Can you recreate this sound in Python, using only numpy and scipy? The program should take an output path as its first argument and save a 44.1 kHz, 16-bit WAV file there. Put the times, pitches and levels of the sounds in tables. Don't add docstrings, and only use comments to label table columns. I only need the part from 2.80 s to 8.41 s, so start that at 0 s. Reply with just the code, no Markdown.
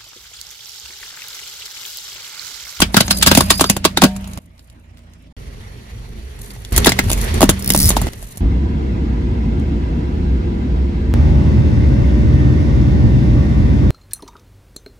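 import sys
import numpy as np
from scipy import signal
from scipy.fft import rfft, irfft, next_fast_len
from scipy.io import wavfile
from scipy.ndimage import uniform_filter1d, map_coordinates

SR = 44100
rng = np.random.default_rng(int(sys.argv[2]) if len(sys.argv) > 2 else 0)


def to_wav(sig):
    pcm = np.clip(np.atleast_2d(sig), -1, 1) * 32767
    pcm = np.round(pcm).astype(np.int16)
    wavfile.write(sys.argv[1], SR, pcm.T)


N = 247249
T = np.arange(N) / SR

SCENE_GAP_S = (2.526, 2.566)
# frequency in Hz, relative level in dB.
IDLE_ORDERS = [(28.5, -11), (57, 3), (85.5, 1.5), (114, -9), (172, -8.5), (232, -9)]
# frequency in Hz, relative level in dB.
CREEP_BANDS = [(49, -2), (70, -5.5), (120, -15.5), (182, -18.5), (230, -18.5)]
# frequency in Hz, relative density in dB per Hz.
RUMBLE_SPECTRUM = [(13, -27.5), (22, -12), (49, -0.5), (119, 1), (157, -24), (224, -12), (250, -23.5),
                   (320, -47), (550, -120)]
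# frequency in Hz, relative density in dB per Hz.
DRONE_SPECTRA = [
    [(71, -45.5), (120, -6), (177, 2), (201, -18), (222, -3.5), (327, -10.5), (414, -19.5), (642, -11.5),
     (693, -25), (900, -40), (1170, -63), (1980, -120)],
    [(71, -11.5), (120, -4), (156, -13), (226, -13.5), (254, -15.5), (308, -21), (401, -13), (486, -19),
     (900, -38), (1170, -53), (1980, -120)],
]
# frequency in Hz, relative density in dB per Hz.
STREET_SPECTRA = [
    [(410, -38.5), (700, -1.5), (977, -1.5), (1220, -3.5), (1480, -4), (2560, -4.5), (8600, -21),
     (10500, -26), (12000, -31.5), (14500, -50.5), (15500, -90)],
    [(350, -41), (600, -3), (1090, -4), (1500, -7), (1950, -1.5), (2400, -7), (3090, -7.5), (4000, -10),
     (4450, -6.5), (5000, -15.5), (5700, -11.5), (8620, -21), (10700, -14), (12000, -30), (13200, -16.5),
     (14300, -31), (15000, -50)],
]
# frequency in Hz, relative density in dB per Hz.
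FIZZ_SPECTRUM = [(2350, -34), (4000, -3.5), (4920, -13.5), (6260, -3.5), (8590, -5), (10400, 3),
                 (11900, -12), (13300, 3), (14800, -19), (16000, -61)]
# start in seconds, crack level in dB, then treble, knock and thump in dB over
# the crack, the piece's own note in Hz, nominal thump pitch in Hz.
SHELL_BREAKS = [(.0034, -10, 4, -16, -12, 1090, 199), (.02, 7, -10.5, -5.5, -12.5, 3210, 207),
                (.1442, -4.5, -21.5, -6.5, -4.5, 933, 283), (.168, 8.5, -14, 3.5, -8.5, 1470, 165),
                (.2066, 2, -6, -11, -9, 3954, 183), (.2808, -14.5, -13, -10, -9, 6500, 212),
                (.3089, 4, -2, -3.5, -21, 4170, 198), (.4131, -16, -7, -5.5, -22, 4810, 186),
                (.427, 6.5, -5.5, -9.5, -30.5, 7640, 174), (.463, -4, 3, -10.5, -9.5, 4480, 484),
                (.4725, 6.5, -0.5, 2.5, -13, 1570, 148), (.5148, 4.5, -22.5, -2, -4.5, 1019, 199),
                (.5506, -0.5, -1, -12, -12.5, 2530, 197), (.5745, 4.5, 2, -23.5, -2, 754, 188),
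                (.607, -1, -3.5, -1, -7, 1135, 364), (.7047, 7.5, -0.5, -8.5, -14, 1140, 459),
                (.709, -13.5, -4, -22, -20.5, 7650, 167), (.7963, -7.5, -5, -11.5, -14, 793, 518),
                (.8096, 2, 1, -16, -6.5, 1162, 370), (.842, -7.5, -17.5, -11, -6, 1249, 515),
                (.8988, 1.5, 2.5, -30, -5, 6150, 145), (.9664, -16.5, 2, -6.5, 1, 800, 136),
                (1.0438, -14.5, -10.5, -5.5, -16.5, 2255, 256), (1.0513, 5, -6.5, -4.5, -7, 1117, 393),
                (1.1735, -1.5, -6.5, -18.5, -6, 3700, 390), (1.2191, -2.5, -3, -13.5, -2.5, 804, 484),
                (1.2254, -8, -9, -18, 6, 915, 248), (1.2371, 4.5, -6.5, -3.5, -1, 802, 328),
                (1.2426, -8, -7.5, -4, 1, 886, 400), (1.3641, -29, 4.5, -5.5, -8, 7400, 199),
                (1.4436, -32, -12, -3, -6.5, 3143, 197), (1.4746, -37, 7.5, -7.5, -5.5, 974, 196),
                (1.5342, -33.5, 3.5, -12, -14, 3880, 133.6), (1.5747, -31, 1, -4, -2, 1190, 131),
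                (1.7793, -33, -8, -13, -15, 2100, 229.6), (1.7935, -23, -5, -17, -16.5, 4520, 148),
                (1.8997, -27, -0.5, -14, -18.5, 4430, 132), (2.1723, -29.5, -15, -2.5, -13.5, 2460, 184),
                (2.182, -32, -18, 0, -13, 1930, 184), (2.192, -34.5, -15, -4.5, -15, 2200, 184),
                (2.3356, -26.5, -4, -30, -21, 6480, 248)]
# start in seconds, crack level in dB, then treble, knock and thump in dB over
# the crack, the piece's own note in Hz, nominal thump pitch in Hz.
TWIG_BREAKS = [(3.5905, -22, 8, -18, -20, 848, 189), (3.705, -15, -20, -24, -25, 4630, 159),
               (3.7635, -19.5, -12, -11.5, -9.5, 802, 156), (3.8492, -10, -4.5, -22.5, -22, 3400, 170),
               (3.9386, -31, 5, -6, -1.5, 802, 130.6), (3.9634, -9, 2, -18, -18, 10100, 129.6),
               (3.9777, -6, 6, 1, -6, 10180, 333), (4.0456, -3.5, -5, -16, -19, 3480, 197),
               (4.0598, -4.5, 4.5, -2, -4.5, 1910, 420.6), (4.069, 3.5, -18, -1, -2.5, 1640, 320),
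               (4.0923, -1.5, -2, -19, -12, 4960, 350.6), (4.1198, -4.5, -29, -8.5, -14, 2095, 212),
               (4.1902, 1, -15, -0.5, -12.5, 2098, 339.7), (4.238, -31.5, 5, -18, -19, 991, 191),
               (4.2851, -27.5, -9, -17.5, -11.5, 1570, 184), (4.2977, -16.5, 0, -22.5, -13, 9830, 200),
               (4.3021, -16, 1, -21, -2.5, 10400, 354), (4.3157, -14, 3, -14.5, -6, 11000, 131.4),
               (4.329, -16, 7.5, -18, -11, 9850, 134), (4.377, -20.5, 5.5, -17.5, -18, 2140, 148),
               (4.4139, -22, 9.5, -10.5, -15.5, 10280, 132), (4.4419, -28, 2.5, -12.5, -11, 1910, 132),
               (4.5422, -25, 5.5, -19, -9, 10200, 132), (4.6075, -9, -1, -3.5, -2, 1110, 254),
               (4.6175, -4.5, -5, -13.5, -3.5, 1250, 302), (4.629, -1.5, 0, -7.5, 4, 1240, 330),
               (4.6394, -21.5, 3, -3, 2, 856, 263.6), (4.6921, -6, -8, -11, -1, 1258, 429.3),
               (4.6954, -15.5, 16, -19.5, -8, 9760, 194), (4.793, -30.5, 10, -8.5, -12, 1030, 194),
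               (4.9024, -3, 4, -8.5, -11.5, 10850, 251.3), (4.948, -10, 4, -21, 3, 10160, 210.3),
               (5.0912, -15.5, 19, -2, -11, 10900, 210), (5.1046, -13.5, -10.5, -1.5, -5, 9180, 127),
               (5.115, -16.5, -8, -12, -6.5, 6260, 155), (5.1681, -4.5, -4.5, -4, -7, 914, 246.7),
               (5.2165, -22, 8.5, 0, 1.5, 10100, 272), (5.2692, -23, -11.5, -10, 5.5, 1900, 147.4),
               (5.3341, -22.5, -8, -13, -3.5, 2100, 136), (5.4266, -21.5, 8.5, -17, -0.5, 10800, 132),
               (5.5728, -23, 10.5, -14, -1.5, 10200, 176)]
# time in seconds, slips so far, relative level in dB.
SLIPS_SO_FAR = [(4.8235, 0, -13), (4.8445, 1, -13), (4.8915, 4, -9), (4.936, 7, -4), (4.948, 8, -2),
                (4.989, 11, -2), (5.001, 12, -2), (5.043, 18, -6), (5.087, 25, -8)]
# frequency in Hz, bandwidth in Hz, relative level in dB.
STRAND_MODES = [(5130, 750, 1.5), (10830, 920, 8), (13500, 5900, -4)]
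# frequency in Hz, relative density in dB per Hz.
CRACK_SPECTRUM = [(880, -42), (1500, -7.5), (3000, -3), (3290, -2), (4900, -2.5), (5480, -5.5),
                  (7510, -10.5), (8000, -8), (10400, -29), (17600, -120)]
# frequency in Hz, relative density in dB per Hz.
TREBLE_SPECTRUM = [(3820, -36), (6500, -3.5), (7860, -3.5), (8780, -16), (9350, -2), (10700, -1),
                   (11900, -13.5), (13800, -2), (15800, -27.5)]
# frequency in Hz, relative density in dB per Hz.
KNOCK_SPECTRUM = [(500, -20.0), (800, -9), (1500, -2.0), (2300, -17.0)]
THUMP_SPECTRUM = [(90, -31.5), (160, 5), (350, -5.5), (650, -6.5), (1000, -35.0)]
# frequency in Hz, relative level in dB, t60 in s.
TYRE_MODES = [(194.5, -1.5, 1.08), (255, -0.5, 0.1), (611, -17, 0.65), (733, -11.5, 0.36), (876, -22, 0.3),
              (926, -21.5, 0.6)]
# frequency in Hz, t60 in seconds.
ECHO_DECAY = [(200, 0.036), (1500, 0.1), (5000, 0.081), (14000, 0.015)]
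# frequency in Hz, correlation from 0 to 1.
LIKENESS = [(60, 1), (150, .92), (400, 0.9), (1500, 0.29), (5000, 0.1), (15000, 0.086)]
# nominal frequency in Hz, relative level in dB, t60 in seconds.
SHELL_MODES = [(7750, -4, .04), (1097, -9.5, .04), (3120, -5, .03), (4700, -8.5, .04), (2067, -11, .035)]
# nominal frequency in Hz, relative level in dB, t60 in seconds.
TWIG_MODES = [(10700, -8, 0.01), (3380, -16, 0.031), (1840, -10, 0.11), (6270, -11.5, 0.12),
              (12200, 2, .02)]
# time in seconds, cavity level in dB, carcass level in dB.
TYRE_BLOWS = [(.021, -28, -31), (.172, -31, -35.5), (0.282, -20.5, -21.5), (.474, -13.5, -35),
              (.575, -30, -33), (.809, -35.5, -34.5), (.9, -27.5, -38.5), (1.052, -33.5, -34.5),
              (1.245, -17, -15), (4.07, -20, -34), (4.615, -15, -42), (4.635, -29, -33), (4.905, -15, -45)]
# start in seconds, relative level in dB.
SQUEAK_STARTS = [(.212, -31), (.315, -19), (.468, -18), (.56, -23.5), (.71, -14.5), (.85, -26.5)]
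# time in seconds, gain in dB from then on.
VOLUME_STEPS = [(0, 0), (1.59, -17), (2.566, -17), (3.922, -0.5), (5.289, -12)]
# time in seconds, relative level in dB.
BACKGROUND_LEVEL = [(0, -19.5), (.15, -29.5), (.3, -24), (.65, -20), (.9, -28), (1.55, -29.5),
                    (1.75, -28.5), (2.3, -25), (2.52, -26.5), (2.57, -16), (3.0, -17.5), (3.9, -16),
                    (3.95, -15), (4.1, -18.5), (4.18, -21.5), (4.55, -15.5), (4.8, -24.5), (5.06, -17),
                    (5.3, -20), (5.6, -24)]
# time in seconds, relative level
# in dB.
CRACKLE_LEVEL = [(0, -47), (.08, -44.5), (.25, -31.5), (.7, -31), (.87, -30), (.98, -59.5), (1.5, -46.5),
                 (1.85, -46.5), (2.5, -55.5), (2.57, -57), (3.4, -44.5), (3.75, -25.5), (4.0, -36.5),
                 (4.17, -45.5), (4.32, -25), (4.66, -54), (4.85, -44), (5.06, -15.5), (5.22, -39),
                 (5.45, -28), (5.6, -31.5)]

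DRONE_DB, HISS_DB = (-8, -5.5), (-14.5, -12)
TAPPET_HZ, TAPPET_RATE_HZ, TAPPET_START_S, TAPPET_DB = 5700, 10.4, 2.685, -17
SLIP_T60_S, SLIP_RISE_S = .009, 0.00093
SQUEAK_HZ, SQUEAK_RISE_S, SQUEAK_T60_S = 4900, .004, .35
RING_SCATTER_DB = 3.5
TOP_HZ = 16050


def amp(db):
    return 10 ** (np.asarray(db) / 20)


def unit(x):
    return x / np.sqrt(np.mean(x ** 2) + 1e-20)


def along(points, hz):
    f, v = np.transpose(points)
    return np.interp(np.log(hz + 1), np.log(f + 1), v)


def curve(rows):
    return np.interp(T, *np.transpose(rows))


def wobble(rate):
    knots = rng.standard_normal(int(N * rate / SR) + 4)
    return map_coordinates(knots, [T * rate])


def filtered(x, response):
    m = next_fast_len(N + SR)
    hz = np.fft.rfftfreq(m, 1 / SR)
    return irfft(rfft(x, m) * response(hz), m)[..., :N]


def spaced(lag_s):
    return lambda hz: np.exp(1j * np.pi * hz * lag_s * np.array([[1], [-1]]))


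def rush(spectrum, patchy_db, lag_s):
    z = signal.stft(rng.standard_normal((2, N)), nperseg=512)[2]
    field = uniform_filter1d(rng.standard_normal(z.shape[1:]), size=6, axis=0)
    field = uniform_filter1d(field, size=10, axis=1)
    pair = signal.istft(z * amp(patchy_db * unit(field)), nperseg=512)[1][:, :N]

    def shares(hz):
        turn = np.arccos(np.clip(along(LIKENESS, hz), -1, 1)) / 2
        return amp(along(spectrum, hz)) * [np.cos(turn), np.sin(turn)]
    mid, side = filtered(pair, shares)
    return unit(filtered(np.array([mid + side, mid - side]), spaced(lag_s)))


def hum(lines, waver, drift, rate):
    total = 0
    for hz, db in lines:
        size = amp(db) * (1 + waver * wobble(rate))
        pitch = hz * (1 + drift * wobble(rate))
        total = total + size * np.sin(2 * np.pi * np.cumsum(pitch) / SR)
    return unit(total)


def street_hiss(level_db, first):
    noise = np.where(first, rush(STREET_SPECTRA[0], patchy_db=2.5, lag_s=.0004),
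                     rush(STREET_SPECTRA[1], patchy_db=1.3, lag_s=.0004))
    return amp(level_db) * noise * amp(1.5 * wobble(70))


def body_drone(level_db, first):
    panel = .09 * hum([(610, 0), (635, 0), (660, -3)], waver=.9, drift=.02, rate=9)
    noise = np.where(first, panel + rush(DRONE_SPECTRA[0], patchy_db=2.5, lag_s=.0004),
                     rush(DRONE_SPECTRA[1], patchy_db=2.0, lag_s=0.00048))
    return amp(level_db) * noise


def engine(level_db, first):
    idle = .85 * hum(IDLE_ORDERS, waver=.2, drift=.012, rate=7)
    creep = 0.79 * hum(CREEP_BANDS, waver=0.66, drift=.07, rate=13)
    tones = np.where(first, idle, creep) * amp([[-1.2], [1.2]])
    rumble = np.where(first, .4, .6) * rush(RUMBLE_SPECTRUM, patchy_db=-4.5, lag_s=.0003)
    return amp(level_db) * (tones + rumble)


def tappet():
    times = np.arange(TAPPET_START_S, T[-1], 1 / TAPPET_RATE_HZ)
    strength = amp(rng.normal(0, 2.5, len(times)))
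    spikes = np.bincount(np.round(times * SR).astype(int), strength, N)
    t = T[:SR // 20]
    ring = amp(-60 * t / .04) * np.sin(2 * np.pi * TAPPET_HZ * t)
    return filtered(signal.fftconvolve(spikes, ring)[:N], spaced(0.00013))


def crackle():
    grit = amp(5 * wobble(160) + 3.5 * wobble(21))
    return amp(curve(CRACKLE_LEVEL)) * unit(grit * rush(FIZZ_SPECTRUM, patchy_db=0.0, lag_s=.0001))


def background():
    first = T < SCENE_GAP_S[0]
    level_db = curve(BACKGROUND_LEVEL)
    drone = body_drone(level_db + np.where(first, *DRONE_DB), first)
    hiss = street_hiss(level_db + np.where(first, *HISS_DB), first)
    ticks = amp(level_db + TAPPET_DB) * tappet()
    return engine(level_db, first) + (drone + hiss) * amp([[-.8], [.8]]) + crackle() + ticks


def tyre():
    out, t = np.zeros(N), T[:SR]
    at_s, cavity_db, carcass_db = np.transpose(TYRE_BLOWS)
    at = np.round(at_s * SR).astype(int)
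    cavity, carcass = (np.bincount(at, amp(db), N) for db in (cavity_db, carcass_db))
    for k, (hz, db, t60) in enumerate(TYRE_MODES):
        decay = amp(db - 60 * t / t60) * (1 - np.exp(-t / 0.0024))
        size = signal.fftconvolve(cavity if k < 2 else carcass, decay)[:N]
        out += amp(0.4 * wobble(43)) * size * np.sin(2 * np.pi * hz * T)
    return out


def squeak():
    s, db = np.transpose(SQUEAK_STARTS)
    t = T[:SR // 2]
    starts = np.bincount(np.round(s * SR).astype(int), amp(db), N)
    envelope = amp(-60 * t / SQUEAK_T60_S) * (1 - np.exp(-t / SQUEAK_RISE_S))
    size = signal.fftconvolve(starts, envelope)[:N] * amp(3.5 * wobble(250))
    pitch = SQUEAK_HZ * (1 + .015 * wobble(300) + .01 * wobble(15))
    return filtered(size * np.sin(2 * np.pi * np.cumsum(pitch) / SR), spaced(.0001))


def strand_response(f):
    return sum((-1) ** k * amp(db) * 1j * f * width / (centre * centre - f * f + 1j * f * width)
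               for k, (centre, width, db) in enumerate(STRAND_MODES))


def creak():
    s, count, slip_db = np.transpose(SLIPS_SO_FAR)
    times = np.interp(np.arange(count[-1] + 1), count, s)
    spikes = np.zeros(N)
    strength_db = np.interp(times, s, slip_db) + rng.normal(0, 2.5, len(times))
    spikes[np.round(times * SR).astype(int)] = amp(strength_db)
    t = np.arange(SR // 20) / SR
    envelope = amp(-60 * t / SLIP_T60_S) * (1 - np.exp(-t / SLIP_RISE_S))
    puffs = signal.fftconvolve(spikes, envelope)[:N] * rng.standard_normal(N)
    thud = -.4 * np.sin(2 * np.pi * 195 * t) * amp(-60 * t / .025)
    push = signal.fftconvolve(spikes, thud)[:N]
    return filtered(3.5 * filtered(puffs, strand_response) + push, spaced(0.00013))


def splinter_noise(ragged_db, apart):
    spectra = (CRACK_SPECTRUM, TREBLE_SPECTRUM, KNOCK_SPECTRUM, THUMP_SPECTRUM)
    both, own = rng.standard_normal((4, 1, N)), rng.standard_normal((4, 2, N))
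    share = apart * np.array([1.7, 1.7, 2.3, 0.26])[:, None, None]
    ragged = (both + share * own) * amp(ragged_db * wobble(700))
    bands = filtered(ragged, lambda hz: amp([[along(points, hz)] for points in spectra]))
    return [unit(b) for b in bands]


def breaks(rows, modes, t60, lead_in_db, ring_db, ragged_db, top_hz, lag_s, apart):
    bands = splinter_noise(ragged_db, apart)
    lead = SR // 25
    out, t = np.zeros((2, N + SR)), np.arange(SR // 7) / SR
    around = np.arange(-lead, SR // 6) / SR
    before, after = np.minimum(around, 0), np.maximum(around, 0)
    lives, early = (0.85, 1.3, 1.1, 2.1), (8, -14.5, 0, -10.5)
    lucks = rng.standard_normal((len(rows), 12))
    for (s, db, treble_db, knock_db, thump_db, note_hz, thump_hz), luck in zip(rows, lucks):
        i = round(s * SR)
        at = np.arange(i - lead, i - lead + len(around))
        ok = (at >= 0) & (at < N)
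        over_crack_db = (0, treble_db, knock_db, thump_db + 0.5)
        for band, rel_db, life, early_db in zip(bands, over_crack_db, lives, early):
            swell = amp(lead_in_db + early_db + 60 * before / 0.018) + amp(-19.5 + 60 * before / 0.014)
            snap = amp(-60 * after / (t60 * life)) + 0.76 * amp(-60 * after / 0.0061)
            crumbs = amp(-28.5 - 60 * after / 0.19)
            envelope = np.where(around < 0, swell, snap + crumbs)
            out[:, at[ok]] += amp(db + rel_db - 4.5) * envelope[ok] * band[:, at[ok]]
        ring = out[:, i:i + len(t)]
        detune = 1 + 0.018 * luck[1]
        for (hz, level_db, decay_s), scatter in zip(modes, luck[2:]):
            size = amp(db + ring_db + level_db + RING_SCATTER_DB * scatter - 60 * t / decay_s)
            ring += size * np.sin(2 * np.pi * hz * detune * t)
        ring += amp(db + 1.5 - 60 * t / (0.43 * t60)) * np.sin(2 * np.pi * note_hz * t)
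        pitch = thump_hz * (.6 + .8 * np.exp(-t / 0.0066))
        pitch = pitch + top_hz * amp(1.9 * luck[0]) * np.exp(-t / .0017)
        size = amp(db + thump_db + 1.5 - 60 * t / (1.4 * t60 + .018))
        ring += size * np.sin(2 * np.pi * np.cumsum(pitch) / SR)
    return filtered(out[:, :N], spaced(lag_s))


def echoes(x):
    hz, t, z = signal.stft(rng.standard_normal((2, SR // 3)), SR, nperseg=256)
    decay = amp(-60 * t / along(ECHO_DECAY, hz)[:, None])
    tail = signal.istft(z * decay, SR, nperseg=256)[1]
    return signal.fftconvolve(x, tail / np.linalg.norm(tail[0]), axes=1)[:, :N]


def scene():
    shells = breaks(SHELL_BREAKS, SHELL_MODES, t60=0.025, lead_in_db=-18.5, ring_db=-21.0, ragged_db=2.0,
                    top_hz=1221, lag_s=.00011, apart=1.0)
    twigs = breaks(TWIG_BREAKS, TWIG_MODES, t60=0.026, lead_in_db=-21, ring_db=-21.5, ragged_db=5.5,
                   top_hz=800, lag_s=.00008, apart=0.98)
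    near = shells + twigs + creak() + squeak()
    return near + amp(-10.5) * echoes(near) + tyre() + background()


def record(dry):
    s, db = np.transpose(VOLUME_STEPS)
    gain = amp(db[np.searchsorted(s[1:], T)])
    audible = (T < SCENE_GAP_S[0]) | (T > SCENE_GAP_S[1])
    loud = dry * gain * audible
    clipped = loud / (1 + np.abs(loud / .98) ** 8) ** (1 / 8)
    return filtered(clipped, lambda hz: np.clip((TOP_HZ - hz) / 400, 0, 1) ** 2)


dry = scene()
out = record(dry)
to_wav(out)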